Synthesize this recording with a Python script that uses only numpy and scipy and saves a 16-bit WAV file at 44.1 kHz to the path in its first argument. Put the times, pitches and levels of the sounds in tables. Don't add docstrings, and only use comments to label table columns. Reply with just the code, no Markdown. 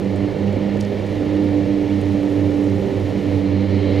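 import sys
import numpy as np
from scipy import signal
from scipy.fft import rfft, irfft
from scipy.io import wavfile

SR = 44100
rng = np.random.default_rng(int(sys.argv[2]) if len(sys.argv) > 2 else 0)


def dump_mix(stems):
    frames = np.atleast_2d(stems).T
    limited = np.clip(frames, -1, 1)
    pcm = np.round(limited * 32767).astype(np.int16)
    wavfile.write(sys.argv[1], SR, pcm)


N = 176400

# (time [s], rate [Hz])
BLADE_RATE = [(0, 96.8), (.35, 98.07), (.65, 100.2), (1.15, 99.7), (1.6, 99.1), (2.1, 98.4), (2.8, 97.5),
              (4, 97.4)]

def blade_angle():
    return turning(in_time(BLADE_RATE) + 0.28 * drift(4.4))


# (time [s], level [dB])
FIRST_LEVEL = [(0.0, -46), (0.09, -27.5), (0.18, -25.5), (0.33, -33), (0.54, -25.5), (0.6, -37),
               (1.44, -25), (1.8, -55), (1.92, -25.5), (2.13, -24.5), (2.25, -43), (2.46, -21.5),
               (2.61, -44), (2.76, -22.5), (2.91, -43), (3.03, -21.5), (3.21, -39), (3.36, -20),
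               (3.45, -31), (3.57, -20), (3.66, -24.5), (3.75, -18.5), (3.84, -24.5), (3.99, -19)]
SECOND_LEVEL = [(0.0, -25), (0.42, -27.5), (0.48, -20), (0.54, -26.1), (0.87, -22.5), (0.93, -30),
                (1.14, -27), (1.26, -45), (1.35, -28.4), (1.83, -32), (1.92, -25.5), (2.49, -35),
                (2.82, -24.5), (3.09, -53), (3.18, -22.5), (3.24, -38), (3.69, -22), (3.99, -55)]
THIRD_LEVEL = [(0.0, -31), (0.3, -25), (0.45, -50), (0.54, -31), (0.63, -30.5), (0.78, -26.5), (0.84, -62),
               (1.11, -46), (1.23, -21.5), (1.56, -19.5), (2.01, -22), (2.64, -18), (2.79, -29.5),
               (3.21, -26.5), (3.33, -22), (3.51, -20.5), (3.63, -26.5), (3.99, -22)]
# (multiple of the blade rate [x], level [dB])
OVERTONES = [(4, -38.5), (5, -45.5), (6, -47.5)]
# (time [s], boost [dB])
OVERTONE_BOOST = [(0, -9), (1, 0.5), (1.6, 3), (2.6, 5), (3.3, 7.5), (3.7, -1.5), (4, 7.5)]

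def propeller(angle):
    strong = (strong_tone(angle, FIRST_LEVEL, boost_db=0.04)
              + strong_tone(2 * angle, SECOND_LEVEL, boost_db=-0.77)
              + strong_tone(3 * angle, THIRD_LEVEL, boost_db=-0.23))
    weak = sum(fading_tone(round(multiple) * angle, db, fade_db=4.5) for multiple, db in OVERTONES)
    return (strong + from_db(in_time(OVERTONE_BOOST)) * weak) * pan(-7.5)


# (frequency [Hz], relative level [dB])
RUMBLE_COLOUR = [(20, -30.5), (45, -16), (80, -5), (120, -0.5), (155, -3), (240, 0), (350, 0), (460, -1),
                 (590, -3), (660, -13), (840, -14.5), (1050, -22), (1500, -29.5), (2500, -59), (6000, -79)]
# (time [s], level [dB])
RUMBLE_LEVEL = [(0, -27), (.35, -26.5), (.62, -25), (.9, -26.5), (1.3, -26), (1.8, -27), (2.5, -26),
                (2.85, -25.5), (3.25, -25.5), (3.65, -26.5), (4, -25)]
# (frequency [Hz], left minus right [dB])
RUMBLE_BALANCE = [(40, -8.6), (130, -8), (200, 0.5), (310, -5.5), (420, -10), (550, -6.8), (780, -4.5),
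                  (1000, -3.5)]

def exhaust(angle):
    level_db = in_time(RUMBLE_LEVEL) + drift(18)
    throb = 1 + 0.31 * np.cos(angle)
    rumble = from_db(level_db) * coloured_noise(RUMBLE_COLOUR, throb)
    hz = np.arange(N // 2 + 1) * SR / N
    return irfft(rfft(rumble) * pan(at_hz(RUMBLE_BALANCE, hz)), N)


# (multiple of the echo's base pitch [x], level [dB])
ECHO_TONES = [(1, -39.5), (2, -33.5), (3, -34), (4, -42), (5, -37.5), (6, -44.5), (7, -53), (8, -49),
              (9, -55)]
# (time [s], boost [dB])
ECHO_BOOST = [(0, 0), (.45, 0.5), (1, -1.5), (1.6, 3.5), (2.1, -0.5), (3, -3.5), (4, 2.5)]
ECHO_PITCH_HZ, ECHO_WAVER_HZ = 100.9, 0.363

def quay_echo():
    angle = turning(ECHO_PITCH_HZ + ECHO_WAVER_HZ * drift(2.5))
    drone = sum(fading_tone(round(multiple) * angle, db, fade_db=2.4) for multiple, db in ECHO_TONES)
    return from_db(in_time(ECHO_BOOST)) * drone * pan(-7)


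# (frequency [Hz], width [Hz], relative level [dB])
WHINE_BANDS = [(2124, 230, 3), (3070, 290, -1.5), (4104, 440, 0)]
# (time [s], level [dB])
WHINE_LEVEL = [(0, -53), (1.2, -55.5), (2.8, -54), (3.35, -50), (3.65, -46), (4, -39)]

def engine_whine():
    bands = sum(from_db(db) * rms_one(narrow_band(rng.standard_normal(N), hz, width_hz))
                for hz, width_hz, db in WHINE_BANDS)
    return from_db(in_time(WHINE_LEVEL)) * rms_one(bands) * pan(-0.8)


# (frequency [Hz], relative level [dB])
SPRAY_COLOUR = [(600, -5), (1100, -10), (1440, -5.5), (1600, -11.5), (1730, -0.5), (1860, 0.5), (1970, -2),
                (2070, -1.5), (2330, -1.5), (2520, -6.5), (2830, -4.5), (3400, -8.5), (4000, -10),
                (5000, -16), (6300, -22), (8000, -31.5), (15000, -38)]
# (time [s], level [dB])
SPRAY_LEVEL = [(0, -42), (.8, -40.5), (1.9, -40.5), (2.7, -41.5), (3.35, -40.5), (3.6, -41), (3.8, -39.5),
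               (4, -37.5)]

def spray():
    level_db = in_time(SPRAY_LEVEL) + 0.4 * drift(19)
    return from_db(level_db) * coloured_noise(SPRAY_COLOUR) * pan(-0.8)


# (pitch [Hz], level [dB])
HUM_TONES = [(42, -46.5), (113, -39.5), (165, -41)]

def harbour_hum():
    hum = sum(fading_tone(turning(np.full(N, hz)), db, fade_db=-1.5) for hz, db in HUM_TONES)
    return hum * pan(-11)


# (frequency [Hz], relative level [dB])
FIZZ_COLOUR = [(3000, -11), (5500, 9.5), (7000, 5.5), (8500, -1), (9800, -0.5), (11500, -7), (14500, -4.5),
               (16000, -14.5)]
# (time [s], level [dB])
FIZZ_LEVEL = [(0, -60), (.7, -63.5), (1.1, -59.5), (1.7, -61), (2.1, -58), (2.65, -57), (3.35, -58),
              (3.55, -66), (4, -63)]
DROPS_PER_S, DROP_SPREAD_DB, DROP_CYCLES = 180, 3.0, 7

def ripples():
    pitches = np.geomspace(5000, 11500, 12)
    sizes = from_db(DROP_SPREAD_DB * np.minimum(rng.exponential(1, N), 4))
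    signs = rng.choice([-1, 1], N)
    clicks = sizes * signs * (rng.random(N) < DROPS_PER_S / SR)
    pitch_choice = rng.integers(0, len(pitches), N)
    drops = sum(resonate(clicks * (pitch_choice == k), hz, 2 * hz / DROP_CYCLES) / hz
                for k, hz in enumerate(pitches))
    fizz = coloured_noise(FIZZ_COLOUR) + from_db(-8.5) * rms_one(drops)
    return from_db(in_time(FIZZ_LEVEL)) * fizz


# (time [s], relative level [dB], fade time [s], frequency [Hz], width [Hz])
TICKS = [(0.16, -44, .012, 7450, 2500), (.528, -44, 0.0054, 7200, 2000), (.771, -41, 0.0054, 6500, 3000),
         (0.806, -29, 0.0022, 6400, 6000), (0.8105, -19.5, 0.0027, 4600, 1980),
         (.826, -43, 0.014, 6900, 3000), (.850, -28, 0.0018, 5100, 1600), (.870, -47, 0.0037, 10000, 3000),
         (1.065, -43, .005, 7000, 2500), (1.131, -48, .004, 9000, 3000), (2.015, -39, 0.0041, 8000, 4000),
         (2.086, -40, 0.0034, 6500, 2000), (2.642, -41, .004, 7200, 2000), (3.610, -40, .003, 5600, 1500),
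         (3.746, -35, .003, 4800, 900)]
SNAP_SHARE = 0.6

def camera_ticks():
    ticks = np.zeros(N)
    t = np.arange(N) / SR
    for start, db, fade_s, hz, width_hz in TICKS:
        dying_away = (t >= start) * np.exp(-np.abs(t - start) / fade_s)
        touch = np.sqrt(1 - SNAP_SHARE) * rng.standard_normal(N) * dying_away
        touch[int(start * SR)] += np.sqrt(SNAP_SHARE * fade_s * SR / 2)
        make_up = np.sqrt(SR / 2 / width_hz)
        ticks += from_db(db - 9) * narrow_band(touch, hz, width_hz) * make_up
    case_ring = from_db(-7) * resonate(ticks, hz=9950, width_hz=400)
    return (ticks + case_ring) * pan(-2.5)


# (frequency [Hz], likeness [0 to 1])
LIKENESS = [(60, 0.86), (300, 0.87), (650, 0.74), (1400, 0.84), (2000, 0.96), (4000, 1), (6000, .999)]

def coloured_noise(colour, pulsing=1):
    hz = np.arange(N // 2 + 1) * SR / N
    middle, side = rfft(rng.standard_normal((2, N)) * pulsing) * from_db(at_hz(colour, hz))
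    alike = np.clip(at_hz(LIKENESS, hz), 0, 1)
    middle = irfft(middle, N)
    side = irfft(side * np.sqrt((1 - alike) / (1 + alike)), N)
    return (middle + side * [[1], [-1]]) / middle.std()


def strong_tone(angle, levels, boost_db):
    phase = rng.uniform(0, 2 * np.pi) + 0.24 * drift(4)
    swell = in_time([(time, from_db(db)) for time, db in levels])
    flutter = from_db(boost_db - 0.07 * drift(24))
    return swell * flutter * np.sqrt(2) * np.cos(angle + phase)


def fading_tone(angle, db, fade_db):
    wave = np.cos(angle + rng.uniform(0, 2 * np.pi) + 0.66 * drift(4.5))
    return from_db(db) * rms_one(wave * from_db(fade_db * drift(2.73)))


def drift(rate):
    r = np.exp(-200 * np.pi * rate / SR)
    noise = rng.standard_normal(N // 100 + 1002)
    slow = signal.lfilter([1], [1, -2 * r, r * r], noise)[1000:]
    return np.interp(np.linspace(0, len(slow) - 1, N), np.arange(len(slow)), rms_one(slow - slow.mean()))


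def resonate(x, hz, width_hz):
    r = np.exp(-np.pi * width_hz / SR)
    feed_in = np.array([1, 0, -1]) * (1 - r * r) / 2
    feedback = [1, -2 * r * np.cos(2 * np.pi * hz / SR), r * r]
    return signal.lfilter(feed_in, feedback, x + 1e-18)


def narrow_band(x, hz, width_hz):
    return resonate(resonate(x, hz, width_hz), hz, 2 * width_hz)


def pan(left_minus_right_db):
    gains = from_db(np.array([[.5], [-.5]]) * left_minus_right_db)
    return gains / gains.mean(axis=0)


def turning(hz):
    return 2 * np.pi * np.cumsum(hz) / SR


def in_time(rows):
    return np.interp(np.arange(N) / SR, *np.transpose(rows))


def at_hz(rows, hz):
    frequencies, values = np.transpose(rows)
    return np.interp(np.log(hz + 1e-3), np.log(frequencies), values)


def from_db(db):
    return 10 ** (np.asarray(db) / 20)


def rms_one(x):
    return x / np.sqrt(np.mean(x ** 2) + 1e-20)


def scene():
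    angle = blade_angle()
    plane = propeller(angle) + exhaust(angle) + engine_whine() + quay_echo()
    return plane + spray() + ripples() + harbour_hum() + camera_ticks()


CUTOFF_HZ = 15400

def record(dry):
    return signal.sosfilt(signal.ellip(10, .1, 80, CUTOFF_HZ, fs=SR, output="sos"), dry)


dry = scene()
out = record(dry)
dump_mix(out)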